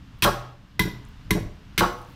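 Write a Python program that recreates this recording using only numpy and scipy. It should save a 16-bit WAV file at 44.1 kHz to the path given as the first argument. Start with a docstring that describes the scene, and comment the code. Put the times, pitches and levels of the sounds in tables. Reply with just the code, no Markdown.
"""A broad blade hews the edge of a board on a workbench in a hard-walled workshop: each blow is a contact
force that rings the board's modes, with fibre noise, a knock, and a thump and hum of the bench.
Two blows tear a chip off strongly and go through onto the bench top; the board hops back twice onto the bench.
Crumbs tick and dust patters as filtered noise; the room adds band-by-band decaying noise.
Behind lie air noise and a low outdoor rumble that swells near 1.4 s; a limiter holds the peaks."""
import sys
import numpy as np
from scipy import signal
from scipy.fft import rfft, irfft
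from scipy.io import wavfile
from scipy.ndimage import uniform_filter1d, minimum_filter1d

SR = 44100
rng = np.random.default_rng(int(sys.argv[2]) if len(sys.argv) > 2 else 0)


def waveform_to_disk(signal):
    """Save audio, clipped to [-1, 1], as 16-bit WAV at the path in sys.argv[1]."""
    frames = np.transpose(np.atleast_2d(signal))
    scaled = np.clip(frames, -1, 1) * 32767
    samples = np.round(scaled).astype(np.int16)
    wavfile.write(sys.argv[1], SR, samples)


N = 94815

# modes of the bench top: (f/Hz, level/dB, T60/s)
BENCH_TOP = [(329.7, -4.5, 0.065), (396.7, -8, 0.042), (472, -8, 0.049), (599, -7.5, 0.047),
             (707, -10.5, 0.072), (790, -5, 0.032), (880, -6, 0.044), (941, -8.5, 0.052),
             (1110.4, -0.5, 0.039), (1252, -10, 0.083), (1327, -3, 0.034), (1382, -5, 0.055),
             (1539, -4, 0.032), (3860, -8, 0.0089)]


def amp(db):
    """Decibel law: level in dB to amplitude ratio."""
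    return 10 ** (np.asarray(db) / 20)


def rms_one(x):
    """Normalisation: scale to unit rms."""
    return x / np.sqrt(np.mean(x ** 2) + 1e-20)


def at_hz(points, hz):
    """Linear interpolation of a table on a log-frequency axis."""
    table_hz, values = np.array(points).T
    return np.interp(np.log(np.maximum(hz, 1)), np.log(table_hz), values)


def in_time(rows):
    """Linear interpolation of a level curve at every sample."""
    return np.interp(np.arange(N) / SR, *np.transpose(rows))


def colour(x, spectrum):
    """Spectral shaping: weight each frequency of a noise, then set its rms to 1."""
    hz = np.fft.rfftfreq(len(x), 1 / SR)
    shaped = rfft(x) * amp(at_hz(spectrum, hz))
    return rms_one(irfft(shaped, len(x)))


def burst(s, hold_s, fall_s):
    """Exponential relaxation: sudden start at s, a hold, then a fall with time constant fall_s."""
    t = np.arange(N) / SR - s
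    return (t >= 0) * np.exp(-np.maximum(t - hold_s, 0) / fall_s)


def ring(drive, modes):
    """Modal superposition: the drive excites damped resonators of slightly random strength."""
    spread_db = 0.5
    out = 0
    for k, (hz, db, t60) in enumerate(modes):
        radius = amp(-60 / (t60 * SR))   # decay per sample
        w = 2 * np.pi * hz / SR
        gain = amp(db + spread_db * rng.standard_normal()) * (-1) ** k   # polarity alternates
        poles = [1, -2 * radius * np.cos(w), radius * radius]
        out = out + signal.lfilter([0, gain * np.sin(w)], poles, drive + 1e-18)
    return out


def contact(s, length_s, judder):
    """Impact excitation: one unit impulse with a judder of small random ones."""
    sparse = rng.standard_normal(N) * (rng.random(N) < .3)
    x = judder * sparse * burst(s, length_s, 0.0046)
    x[int(s * SR)] += 1
    return x


def push(s):
    """Soft impulse: a rounded force pulse, too slow to excite much treble."""
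    width_s = 0.0035
    t = np.maximum(np.arange(N) / SR - s, 0) / width_s
    return t * np.exp(-3 * t) * 9 / (width_s * SR)   # unit sum


def thump(s, db):
    """Low-frequency modal response: a soft push into the bench frame."""
    # modes of the bench frame: (f/Hz, level/dB, T60/s)
    frame_modes = [(41.7, -12.5, 0.43), (73, -6, 0.085), (108.3, 1.5, 0.084), (179.3, 4.5, 0.22),
                   (208, 1.5, 0.18), (261, -2, 0.16), (329, 13, 0.1), (423.7, 10, 0.15), (569.3, -53, 0.1),
                   (690, 0, .1)]
    return amp(db) * ring(push(s), frame_modes)


def fibres():
    """Shot noise: dense uneven snaps of splitting wood fibres, spectrally shaped."""
    # spectrum of the splitting: (f/Hz, relative level per Hz/dB)
    hiss_spectrum = [(710, -40), (1200, -9), (1530, -3), (2950, -3), (3220, 0), (5510, -12), (6080, -7.5),
                     (6640, -18), (9130, -12), (10300, -15), (14000, -12.5), (15800, -22), (16500, -61)]
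    snaps_per_s = 15000
    snaps = (rng.random(N) < snaps_per_s / SR) * rng.standard_normal(N)
    uneven = snaps * amp(1.2 * rng.exponential(1, N))
    return colour(uneven, hiss_spectrum)


def blows():
    """Impact and fracture: board ring, bite hiss, tearing, bench thump and hum; knocks returned apart."""
    # blade bites: (t/s, bite level/dB, bite hold/s, knock f/Hz, knock level/dB, hiss level/dB,
    #               tearing level/dB, tearing hold/s, thump level/dB, hum level/dB)
    blow_table = [(0.2229, -15.5, 0.0055, 2530, -7, -22, -14.5, 0.023, -17.5, -19.5),
                  (0.7942, -14, .005, 2029, -5.5, -17, -36, 0.028, -14.5, -22.5),
                  (1.3073, -15, 0.0045, 2066, -10.5, -17.5, -41.5, 0.031, -13.5, -35),
                  (1.7784, -18, 0.0078, 2130, -9, -18, -19, .017, -16.5, -29.5)]
    # modes of the board: (f/Hz, level/dB, T60/s)
    board_modes = [(1004, -5.5, 0.041), (1117, -12, 0.037), (1628, -8, 0.072), (1755, -16, 0.069),
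                   (2410, -25, 0.0089), (3150, -6, .008), (3820, -5.5, 0.021), (4570, -16, 0.009),
                   (5630, -1.5, 0.0049), (7400, -8, 0.0038), (8800, -23, .006), (11120, -6.5, 0.012),
                   (12700, -3, 0.00513)]
    knock_t60_s, hum_hz, hum_t60_s = .045, 124, .9
    out, knocks, snaps = 0, 0, fibres()
    for s, db, bite_s, knock_hz, knock_db, hiss_db, tear_db, tear_s, thump_db, hum_db in blow_table:
        out = out + amp(db) * ring(contact(s, bite_s, .12), board_modes)
        knocks = knocks + ring(contact(s, bite_s, .05), [(knock_hz, knock_db, knock_t60_s)])
        hum = ring(push(s), [(hum_hz, hum_db, hum_t60_s)])
        out = out + thump(s, thump_db) + hum
        hiss = amp(hiss_db) * burst(s, bite_s, 0.0018)
        tearing = amp(tear_db) * burst(s, tear_s, 0.0061)
        out = out + snaps * (hiss + tearing)
    return out, knocks


def landings():
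    """Impact on a plate: the blade strikes the bench top and rattles; a one-pole low-pass softens it."""
    # blade lands: (t/s, level before softening/dB, rattle hold/s, thump level/dB)
    landing_table = [(0.2476, -11, 0.0397, -17), (1.8078, -11.5, 0.035, -18)]
    out = 0
    for s, db, rattle_s, thump_db in landing_table:
        top = ring(contact(s, rattle_s, .065), BENCH_TOP)
        softened = signal.lfilter([.4], [1, -.6], top)
        out = out + amp(db) * softened + thump(s, thump_db)
    return out


def board_hops():
    """Secondary impact: the board knocks back onto the bench with a thump and a low-passed rattle."""
    # board knocks back: (t/s, thump level/dB, rattle level before low-pass/dB)
    hop_table = [(.851, -25, -40.5), (1.348, -19, -28.5)]
    rattle_hold_s, cut_hz = 0.029, 670
    dull = signal.butter(4, cut_hz, fs=SR, output="sos")
    out = 0
    for s, db, rattle_db in hop_table:
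        rattle = ring(contact(s, rattle_hold_s, 0.18), BENCH_TOP)
        out = out + thump(s, db) + amp(rattle_db) * signal.sosfilt(dull, rattle)
    return out


def crumbs():
    """Band-limited transients: tiny bright ticks, each a few milliseconds of narrow noise."""
    # crumbs land: (t/s, level before band-pass/dB, centre f/Hz)
    crumb_table = [(0.188, -56, 13800), (1.0506, -46, 7900), (1.087, -54, 14500), (1.9296, -41.5, 14000),
                   (1.986, -49, 10800), (2.0159, -46, 10200), (2.028, -51, 12100), (2.048, -49, 6950),
                   (2.0977, -57, 14300), (2.12, -57, 14100)]
    out = 0
    for s, db, hz in crumb_table:
        band = [hz * .8, min(hz * 1.2, .45 * SR)]
        sos = signal.butter(2, band, "band", fs=SR, output="sos")
        tick = rng.standard_normal(N) * burst(s, 0.00068, .0015)
        out = out + amp(db) * signal.sosfilt(sos, tick)
    return out


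def dust():
    """Shot noise: sparse high-passed grains patter after the last chip and die away exponentially."""
    start_s, fall_s, start_db = 1.86, .3, -63
    grains_per_s, cut_hz = 1500, 7000
    grains = (rng.random(N) < grains_per_s / SR) * rng.standard_normal(N)
    bright = signal.sosfilt(signal.butter(4, cut_hz, "high", fs=SR, output="sos"), grains)
    return amp(start_db) * rms_one(bright) * burst(start_s, 0, fall_s)


def workshop(x):
    """Diffuse reverberation: convolution with noise that decays exponentially in each half-octave."""
    # reverberation time: (f/Hz, T60/s)
    room_t60 = [(60, 0.35), (250, 0.4), (600, 0.55), (1200, 0.53), (3000, 0.4), (6000, 0.39), (11000, 0.26),
                (16000, 0.34)]
    # reverberant energy by band: (f/Hz, relative level/dB)
    room_colour = [(60, -1.5), (250, -0.5), (600, 1.86), (1200, -0.1), (3000, -4.5), (6000, 1.4),
                   (11000, -3), (16000, -4.5)]
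    room_db, start_s = -7.5, 0.0027
    t, tail = np.arange(SR) / SR, 0
    edges = 30 * 2 ** np.arange(0, 9.6, .5)
    white = rng.standard_normal((2, SR))   # neighbouring bands use different noises
    for k, (low, high) in enumerate(zip(edges, edges[1:])):
        hz = np.sqrt(low * high)
        t60 = at_hz(room_t60, hz)
        band = signal.sosfilt(signal.butter(2, [low, high], "band", fs=SR, output="sos"), white[k % 2])
        decay = amp(at_hz(room_colour, hz) - 60 * t / t60)
        tail = tail + band * decay / np.sqrt(t60 * SR / 14)   # energy independent of T60
    tail = tail * np.clip(t / start_s - 1, 0, 1)   # silent until start_s, full at twice that
    return amp(room_db) * signal.fftconvolve(x, tail)[:N]


def air_noise():
    """Stationary random noise: shaped in spectrum, with a drifting level."""
    # spectrum: (f/Hz, relative level per Hz/dB)
    air_spectrum = [(240, -56), (400, -7.5), (600, -12.5), (658, -5), (711, -5.5), (1050, -2.5), (1480, -3),
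                    (2550, -9), (2710, -4.5), (4610, -13), (5060, -13), (5640, -16), (10500, -30),
                    (13700, -26.5), (16500, -46.5)]
    # level curve: (t/s, level/dB)
    air_level = [(0.0, -59), (0.24, -58), (0.39, -51.5), (0.57, -61), (0.84, -60.5), (0.95, -56.5),
                 (1.6, -58), (2.15, -55.5)]
    air = colour(rng.standard_normal(N), [(200, -56)] + list(air_spectrum))
    return air * amp(in_time(air_level))


def outdoor_rumble():
    """Amplitude modulation: low noise on a level curve, made lumpy by slow random level changes."""
    # spectrum: (f/Hz, relative level per Hz/dB)
    rumble_spectrum = [(12, -14), (20, -7.5), (76, -8.5), (124, -9), (145, -13), (212, -16.5), (231, -23.5),
                       (278, -16.5), (381, -37), (600, -38), (780, -69), (1320, -120)]
    # level curve: (t/s, level/dB)
    rumble_level = [(0.0, -44.5), (0.15, -44.5), (0.36, -47), (0.51, -52), (0.76, -46), (0.92, -42.5),
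                    (1.23, -45), (1.39, -29), (1.56, -45), (2.15, -45.5)]
    lumps_db, lumps_cut_hz = 0.5, 12
    slow = signal.butter(2, lumps_cut_hz, fs=SR, output="sos")
    lumps = rms_one(signal.sosfilt(slow, rng.standard_normal(N + SR))[SR:])   # filter settles first
    spectrum = [(10, -48)] + list(rumble_spectrum) + [(1000, -69)]
    rumble = colour(rng.standard_normal(N), spectrum)
    return rumble * amp(in_time(rumble_level) + lumps_db * lumps)


def scene():
    """Superposition of direct and reverberant sound; the knock beams at the listener and stirs the room less."""
    knock_to_room_db = -7
    board, knocks = blows()
    work = board + landings() + board_hops() + crumbs() + dust()
    reverberation = workshop(work + amp(knock_to_room_db) * knocks)
    return (work + knocks + reverberation + air_noise() + outdoor_rumble())[None]


def record(dry):
    """Peak limiting: look-ahead gain reduction with a fast release, then a steep low-pass."""
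    limit_db, release_db_per_s, window_s, stop_edge_hz = -8.2, 1200, .001, 16700
    ramp = release_db_per_s * np.arange(N) / SR
    span = max(int(window_s * SR), 2)
    over = np.maximum(20 * np.log10(np.abs(dry[0]) + 1e-9) - limit_db, 0)
    held = np.maximum(np.maximum.accumulate(over + ramp) - ramp, 0)   # falls at the release rate
    widest = -minimum_filter1d(-held, span + 1)   # running maximum, reaching ahead of each peak
    cut = uniform_filter1d(widest, span)
    low_pass = signal.cheby2(14, 70, stop_edge_hz, fs=SR, output="sos")
    return signal.sosfilt(low_pass, dry * amp(-cut))


dry = scene()
out = record(dry)
waveform_to_disk(out)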